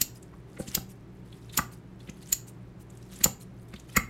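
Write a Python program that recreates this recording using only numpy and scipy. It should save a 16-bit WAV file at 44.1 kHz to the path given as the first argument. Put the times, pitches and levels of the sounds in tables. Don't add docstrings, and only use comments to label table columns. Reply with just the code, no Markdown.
import sys
import numpy as np
from scipy import signal
from scipy.fft import rfft, irfft, next_fast_len
from scipy.io import wavfile
from scipy.ndimage import map_coordinates

SR = 44100
rng = np.random.default_rng(int(sys.argv[2]) if len(sys.argv) > 2 else 0)


def master(y):
    cut = np.clip(np.atleast_2d(y).T, -1, 1)
    pcm = np.round(cut * 32767)
    wavfile.write(sys.argv[1], SR, pcm.astype(np.int16))


N = 180587
TOP_HZ = 15900
HIT_SAMPLES, LEAD_SAMPLES = 8192, 1300
HIT_S = (np.arange(HIT_SAMPLES) - LEAD_SAMPLES) / SR
HIT_HZ = np.fft.rfftfreq(HIT_SAMPLES, 1 / SR)

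# clash time in seconds, level in dB, ring offset in dB, treble offset in dB,
# fall in seconds, gather and bite durations before the clash in seconds, crunch level in dB.
STROKES = [(0.016, -14, -0.5, -1.5, 0.041, 0.025, 0.035, -45.5),
           (0.7514, -14, -10.5, -4, 0.031, .28, 0.16, -49), (1.576, -15.5, -2, -3, 0.044, .33, 0.054, -41),
           (2.3280, -16, 5.5, -2, 0.028, 0.34, 0.12, -52), (3.242, -11, 3, -2.5, 0.037, .35, 0.13, -48),
           (3.968, -18.5, 2.5, 1.5, 0.037, 0.29, 0.083, -52)]
# frequency in Hz, width in Hz, relative level in dB.
BLADE_MODES = [(2006, 42, -16), (3460, 70, -22), (3995, 64, -7.5), (4550, 83, -11.5), (5270, 85, -20),
               (5580, 110, -4.5), (6850, 170, 6), (7300, 580, 0.5), (7800, 300, -20.5), (11500, 540, -8),
               (12650, 260, -12), (13100, 210, -25.5), (14930, 93, -16.5)]
# frequency in Hz, relative density in dB.
RASP_SPECTRUM = [(200, -8), (1000, -20), (2000, -11.5), (3000, -4), (3600, -8), (4700, -2.5), (6200, -4.5),
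                 (7800, -2), (9400, -7), (11000, -6.5), (13300, 5.5), (15500, -5.5), (17000, -10)]
def blade_clashes(rise_s=0.017, contact_db=-3, ring_db=-4, treble_hz=10000, rattle_db=-21, rattle_s=0.2):
    out = np.zeros(N)
    steel = resonances(BLADE_MODES, HIT_HZ)
    rasp = amp(log_interp(RASP_SPECTRUM, HIT_HZ))
    treble = 1 / (1 + (treble_hz / (HIT_HZ + 1)) ** 10)
    for clash_s, level_db, ring_offset_db, treble_db, fall_s, *_ in STROKES:
        rattle = amp(rattle_db) * burst(rise_s, rattle_s)
        force = amp(level_db) * np.maximum(burst(rise_s, fall_s), rattle)
        contact = struck(force, rasp * amp(treble_db * treble), hard_stop=0.047)
        ring = struck(force, steel, hard_stop=0.52)
        add_hit(out, clash_s, amp(contact_db) * contact + amp(ring_db + ring_offset_db) * ring)
    return out


def stroke_pressure(gather_db=-66, grip_s=0.0084, squeeze_db=8):
    t, pressure = np.arange(N) / SR, np.zeros(N)
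    for clash_s, *_, gather_s, bite_s, crunch_db in STROKES:
        left_s = clash_s - t
        gather = np.clip((gather_s - left_s) / grip_s, 0, 1) * (left_s > 0)
        bite = np.clip((bite_s - left_s) / grip_s, 0, 1) * (left_s > 0)
        gap = np.clip(left_s / bite_s, 0, 1)
        pressure += amp(gather_db) * gather + amp(crunch_db - squeeze_db * gap) * bite
    return pressure


# frequency in Hz, relative density in dB.
CABBAGE_SPECTRUM = [(200, -9.5), (900, 1.5), (2000, 6), (3600, 3.5), (5500, -9), (7000, -0.5), (8500, -1.5),
                    (10300, -4.5), (12000, -1), (16000, -16.5)]
def cabbage_crunch(shear_db=-6, cell_db=-4.5, fibre_db=-8, clump_db=3.0):
    pressure = stroke_pressure()
    clumps = unit_rms(amp(clump_db * wobble(70)))
    shear = coloured(pressure * clumps * rng.standard_normal(N), CABBAGE_SPECTRUM)
    cells = crackle(pressure * clumps, per_s=1500, pitch_hz=5590, octaves=1.2, cycles=8.3, spread_db=10)
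    fibres = crackle(pressure, per_s=100, pitch_hz=6500, octaves=0.8, cycles=3, spread_db=14)
    return amp(cell_db) * cells + amp(shear_db) * shear + amp(fibre_db) * fibres


# time in seconds, thud level in dB, clack level in dB,
# clack pitch in Hz, clack spread in octaves.
TIP_KNOCKS = [(0.011, -36.5, -42, 2400, 0.83), (0.334, -54, -49.5, 1200, .7),
              (0.572, -63.5, -44.5, 2240, 1), (0.599, -32.5, -31, 520, 0.47), (0.678, -39, -50, 2600, 0.64),
              (0.772, -33.5, -31.5, 555, 1.9), (1.587, -29, -19.5, 1160, 0.71),
              (2.089, -39.5, -44, 2800, 0.98), (2.327, -43, -40, 1900, 0.5),
              (3.208, -38, -42.5, 1900, 0.64), (3.238, -36, -30, 2300, 0.46), (3.256, -27.5, -25, 800, 1),
              (3.736, -39.5, -43, 2100, 0.61), (3.967, -34.5, -16, 1960, 0.33),
              (3.969, -23.5, -18, 1200, 0.49)]
# frequency in Hz, relative level in dB, T60 in seconds.
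THUD_MODES = [(53.7, -4, 0.16), (86, -8.5, 0.15), (130.1, -1.5, 0.11), (189, 7, 0.054), (245.8, 1.5, 0.06),
              (327, -4.5, 0.072), (510, -11, 0.062)]
# frequency in Hz, width in Hz, relative level in dB.
BOWL_MODES = [(290, 160, 2), (566, 130, 0), (800, 190, -8), (1200, 177, -1), (1410, 410, -4),
              (1565, 92, -1), (1922, 70, -3.5), (2180, 100, -5), (2470, 600, -13)]
def bowl_knocks(rise_s=0.039, fall_s=0.022, attack_s=0.0008, clack_lag_s=0.0035):
    out, t = np.zeros(N), np.maximum(HIT_S, 0)
    wall = resonances(BOWL_MODES, HIT_HZ)
    for time_s, thud_db, clack_db, pitch_hz, octaves in TIP_KNOCKS:
        thud = np.zeros(HIT_SAMPLES)
        for k, (hz, db, t60_s) in enumerate(THUD_MODES):
            envelope = amp(db + rng.normal(0, 1) - 60 * t / t60_s)
            thud += (-1) ** k * envelope * np.sin(2 * np.pi * hz * rng.normal(1, 0.05) * t)
        add_hit(out, time_s, amp(thud_db) * thud * (1 - np.exp(-t / attack_s)))
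        force = amp(clack_db) * burst(rise_s, fall_s)
        clack = struck(force, wall * band(pitch_hz, octaves), hard_stop=0.33)
        add_hit(out, time_s + clack_lag_s, clack)
    return out


# peak time in seconds, level in dB, pitch in Hz, fall in seconds.
WET_SNAPS = [(0.229, -48, 7500, 0.031), (0.599, -45, 8700, 0.1), (0.681, -41, 6780, 0.065),
             (1.328, -48, 3700, 0.031), (1.497, -47, 3820, 0.045), (1.542, -42, 3740, 0.031),
             (2.005, -52.5, 4160, 0.041), (2.076, -51, 3000, 0.032), (2.098, -42, 6200, 0.024),
             (2.292, -47.5, 8200, 0.071), (2.483, -47, 6970, .025), (2.903, -52.5, 7440, .035),
             (2.974, -50.5, 7900, 0.019), (3.028, -53.5, 5260, .025), (3.161, -45, 7400, 0.04),
             (3.21, -47.5, 7800, .025), (3.740, -47, 4550, 0.029), (3.762, -46, 3460, .04),
             (3.799, -47.5, 6400, 0.033)]
def wet_snaps(rise_ratio=0.44, octaves=0.12):
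    out = np.zeros(N)
    cabbage = amp(log_interp(CABBAGE_SPECTRUM, HIT_HZ))
    for peak_s, db, pitch_hz, fall_s in WET_SNAPS:
        cavity = np.sqrt(band(pitch_hz, octaves)) * cabbage
        force = amp(db) * burst(rise_ratio * fall_s, fall_s)
        add_hit(out, peak_s, struck(force, cavity, hard_stop=0.17))
    return out


# start in seconds, level in dB.
BLADE_OPENINGS = [(0.145, -58), (0.888, -55.5), (1.711, -56), (2.465, -55), (2.794, -61), (3.399, -54)]
# frequency in Hz, relative density in dB.
SLIDE_SPECTRUM = [(500, -31), (2500, -0.5), (4500, -8), (7000, 1), (8500, 1), (10500, -25), (12500, 4.5),
                  (16000, -54)]
def blade_openings(length_s=0.039, squeak_hz=9500, squeak_db=-1, film_db=-4, slide_db=-3):
    t = np.arange(N) / SR
    speed, squeak_level = np.zeros((2, N))
    for start_s, db in BLADE_OPENINGS:
        moving = (t > start_s) & (t < start_s + length_s)
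        travel = (t[moving] - start_s) / length_s
        speed[moving] = amp(db) * np.sqrt(abs(np.sin(np.pi * travel)))
        squeak_level[moving] = speed[moving] * travel
    friction = squeak_level * rng.standard_normal(N)
    squeak = filtered(friction, lambda hz: resonances([(squeak_hz, 250, 0)], hz))
    film = crackle(speed, per_s=1400, pitch_hz=7430, octaves=1.19, cycles=12, spread_db=21)
    slide = coloured(speed * rng.standard_normal(N), SLIDE_SPECTRUM)
    return amp(slide_db) * slide + amp(film_db) * film + amp(squeak_db) * squeak


def brine_fizz(level_db=-79, sway_db=4):
    level = amp(level_db + sway_db * wobble(16))
    return crackle(level, per_s=550, pitch_hz=7500, octaves=0.96, cycles=5.1, spread_db=12)


# frequency in Hz, T60 in seconds.
ROOM_T60 = [(100, 0.95), (500, 0.19), (1500, 0.33), (4000, 0.24), (7000, 0.27), (10000, 0.17),
            (15000, 0.24)]
# frequency in Hz, gain in dB.
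WALL_GAIN = [(100, -3), (400, -5), (750, 9.5), (1200, -3), (2000, -3), (3000, 2), (5100, -0.5),
             (6000, -0.5), (6950, -4.5), (8500, -1.5), (12500, -4), (15000, -16)]
def kitchen_reverb(x, build_s=0.0036):
    bins_hz, frames_s, noise = signal.stft(rng.standard_normal(SR // 2), SR, nperseg=256)
    decay = amp(-60 * frames_s / log_interp(ROOM_T60, bins_hz)[:, None])
    tail = signal.istft(noise * decay, SR, nperseg=256)[1]
    t = np.arange(len(tail)) / SR
    tail *= 1 - np.exp(-(t / build_s) ** 2)
    reverb = signal.fftconvolve(x, tail / np.linalg.norm(tail))[:N]
    return filtered(reverb, lambda hz: amp(log_interp(WALL_GAIN, hz)))


# frequency in Hz, relative level in dB.
HUM_TONES = [(59.2, -54.5), (118.4, -47.5), (188.4, -53)]
# frequency in Hz, relative density in dB.
FAN_SPECTRUM = [(12, -51), (20, -20.5), (60, -11.5), (86, -20.5), (101, -15.5), (123, -5.5), (150, -10.5),
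                (187, -6), (216, -22), (241, -16.5), (377, -14), (485, -24.5), (2200, -37), (2460, -40),
                (16000, -63)]
def appliance(fan_db=-50, hum_gain_db=-2, waver_db=1.8, waver_rad=0.6):
    t, hum = np.arange(N) / SR, np.zeros(N)
    for hz, db in HUM_TONES:
        level = amp(db + waver_db * wobble(9))
        hum += level * np.sin(2 * np.pi * hz * t + waver_rad * wobble(9))
    fan = unit_rms(coloured(rng.standard_normal(N), FAN_SPECTRUM))
    return amp(hum_gain_db) * hum + amp(fan_db) * fan


def struck(force, response, hard_stop):
    strength = np.linalg.norm(force)
    drive = force * rng.standard_normal(HIT_SAMPLES) + hard_stop * strength * (HIT_S == 0)
    sound = irfft(rfft(drive) * response)
    return sound * strength / np.linalg.norm(sound)


def burst(rise_s, fall_s):
    return amp(-60 * np.maximum(-HIT_S / rise_s, HIT_S / fall_s))


def add_hit(out, peak_s, hit):
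    at = round(peak_s * SR) - LEAD_SAMPLES + np.arange(HIT_SAMPLES)
    inside = (at >= 0) & (at < N)
    out[at[inside]] += hit[inside]


def crackle(level, per_s, pitch_hz, octaves, cycles, spread_db):
    when, pitch_draw, size_draw = rng.random((int(per_s * N / SR), 3)).T
    hz = pitch_hz * 2 ** (octaves * (2 * np.sqrt(pitch_draw) - 1))
    size = amp(spread_db * size_draw ** 2)
    shower_rms = np.sqrt(per_s * np.mean(size ** 2 * cycles / hz / 4))
    size *= level[(when * N).astype(int)] / shower_rms
    audible = size > 1e-5
    return pops(when[audible] * N / SR, size[audible], hz[audible], cycles)


def pops(starts_s, sizes, hz, cycles):
    t = np.arange(SR // 200) / SR
    hz = np.clip(hz, 800, TOP_HZ)[:, None]
    waves = sizes[:, None] * np.sin(2 * np.pi * hz * t) * np.exp(-hz * t / cycles)
    at = np.clip(np.round(starts_s * SR).astype(int), 0, N)[:, None] + np.arange(len(t))
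    return np.bincount(at.ravel(), waves.ravel(), N)[:N]


def resonances(modes, hz):
    response = sum((-1) ** k * amp(db) * 1j * hz * width / (centre ** 2 - hz ** 2 + 1j * hz * width)
                   for k, (centre, width, db) in enumerate(modes))
    return response / np.sqrt(np.mean(abs(response) ** 2))


def band(centre_hz, octaves):
    return 1 / (1 + (np.log2((HIT_HZ + 1) / centre_hz) / octaves) ** 2)


def filtered(x, response):
    size = next_fast_len(len(x) + HIT_SAMPLES)
    return irfft(rfft(x, size) * response(np.fft.rfftfreq(size, 1 / SR)), size)[:len(x)]


def coloured(x, spectrum):
    return filtered(x, lambda hz: unit_rms(amp(log_interp(spectrum, hz))))


def log_interp(points, hz):
    knots_hz, values = np.transpose(points)
    return np.interp(np.log(hz + 1), np.log(knots_hz + 1), values)


def wobble(knots_per_s):
    knots = rng.standard_normal(int(N * knots_per_s / SR) + 4)
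    return map_coordinates(knots, [np.arange(N) * knots_per_s / SR])


def amp(db):
    return 10 ** (np.asarray(db) / 20)


def unit_rms(x):
    return x / np.sqrt(np.mean(x ** 2) + 1e-20)


def scene():
    clashes = blade_clashes()
    wet_sounds = cabbage_crunch() + wet_snaps() + blade_openings() + brine_fizz()
    knocks = bowl_knocks()
    room = kitchen_reverb(amp(-12.5) * clashes + amp(-10) * wet_sounds)
    room += kitchen_reverb(amp(-11) * knocks)
    return (clashes + wet_sounds + knocks + room + appliance())[None]


def record(dry):
    return filtered(dry[0], lambda hz: 1 / np.sqrt(1 + (hz / TOP_HZ) ** 160))[None]


dry = scene()
out = record(dry)
master(out)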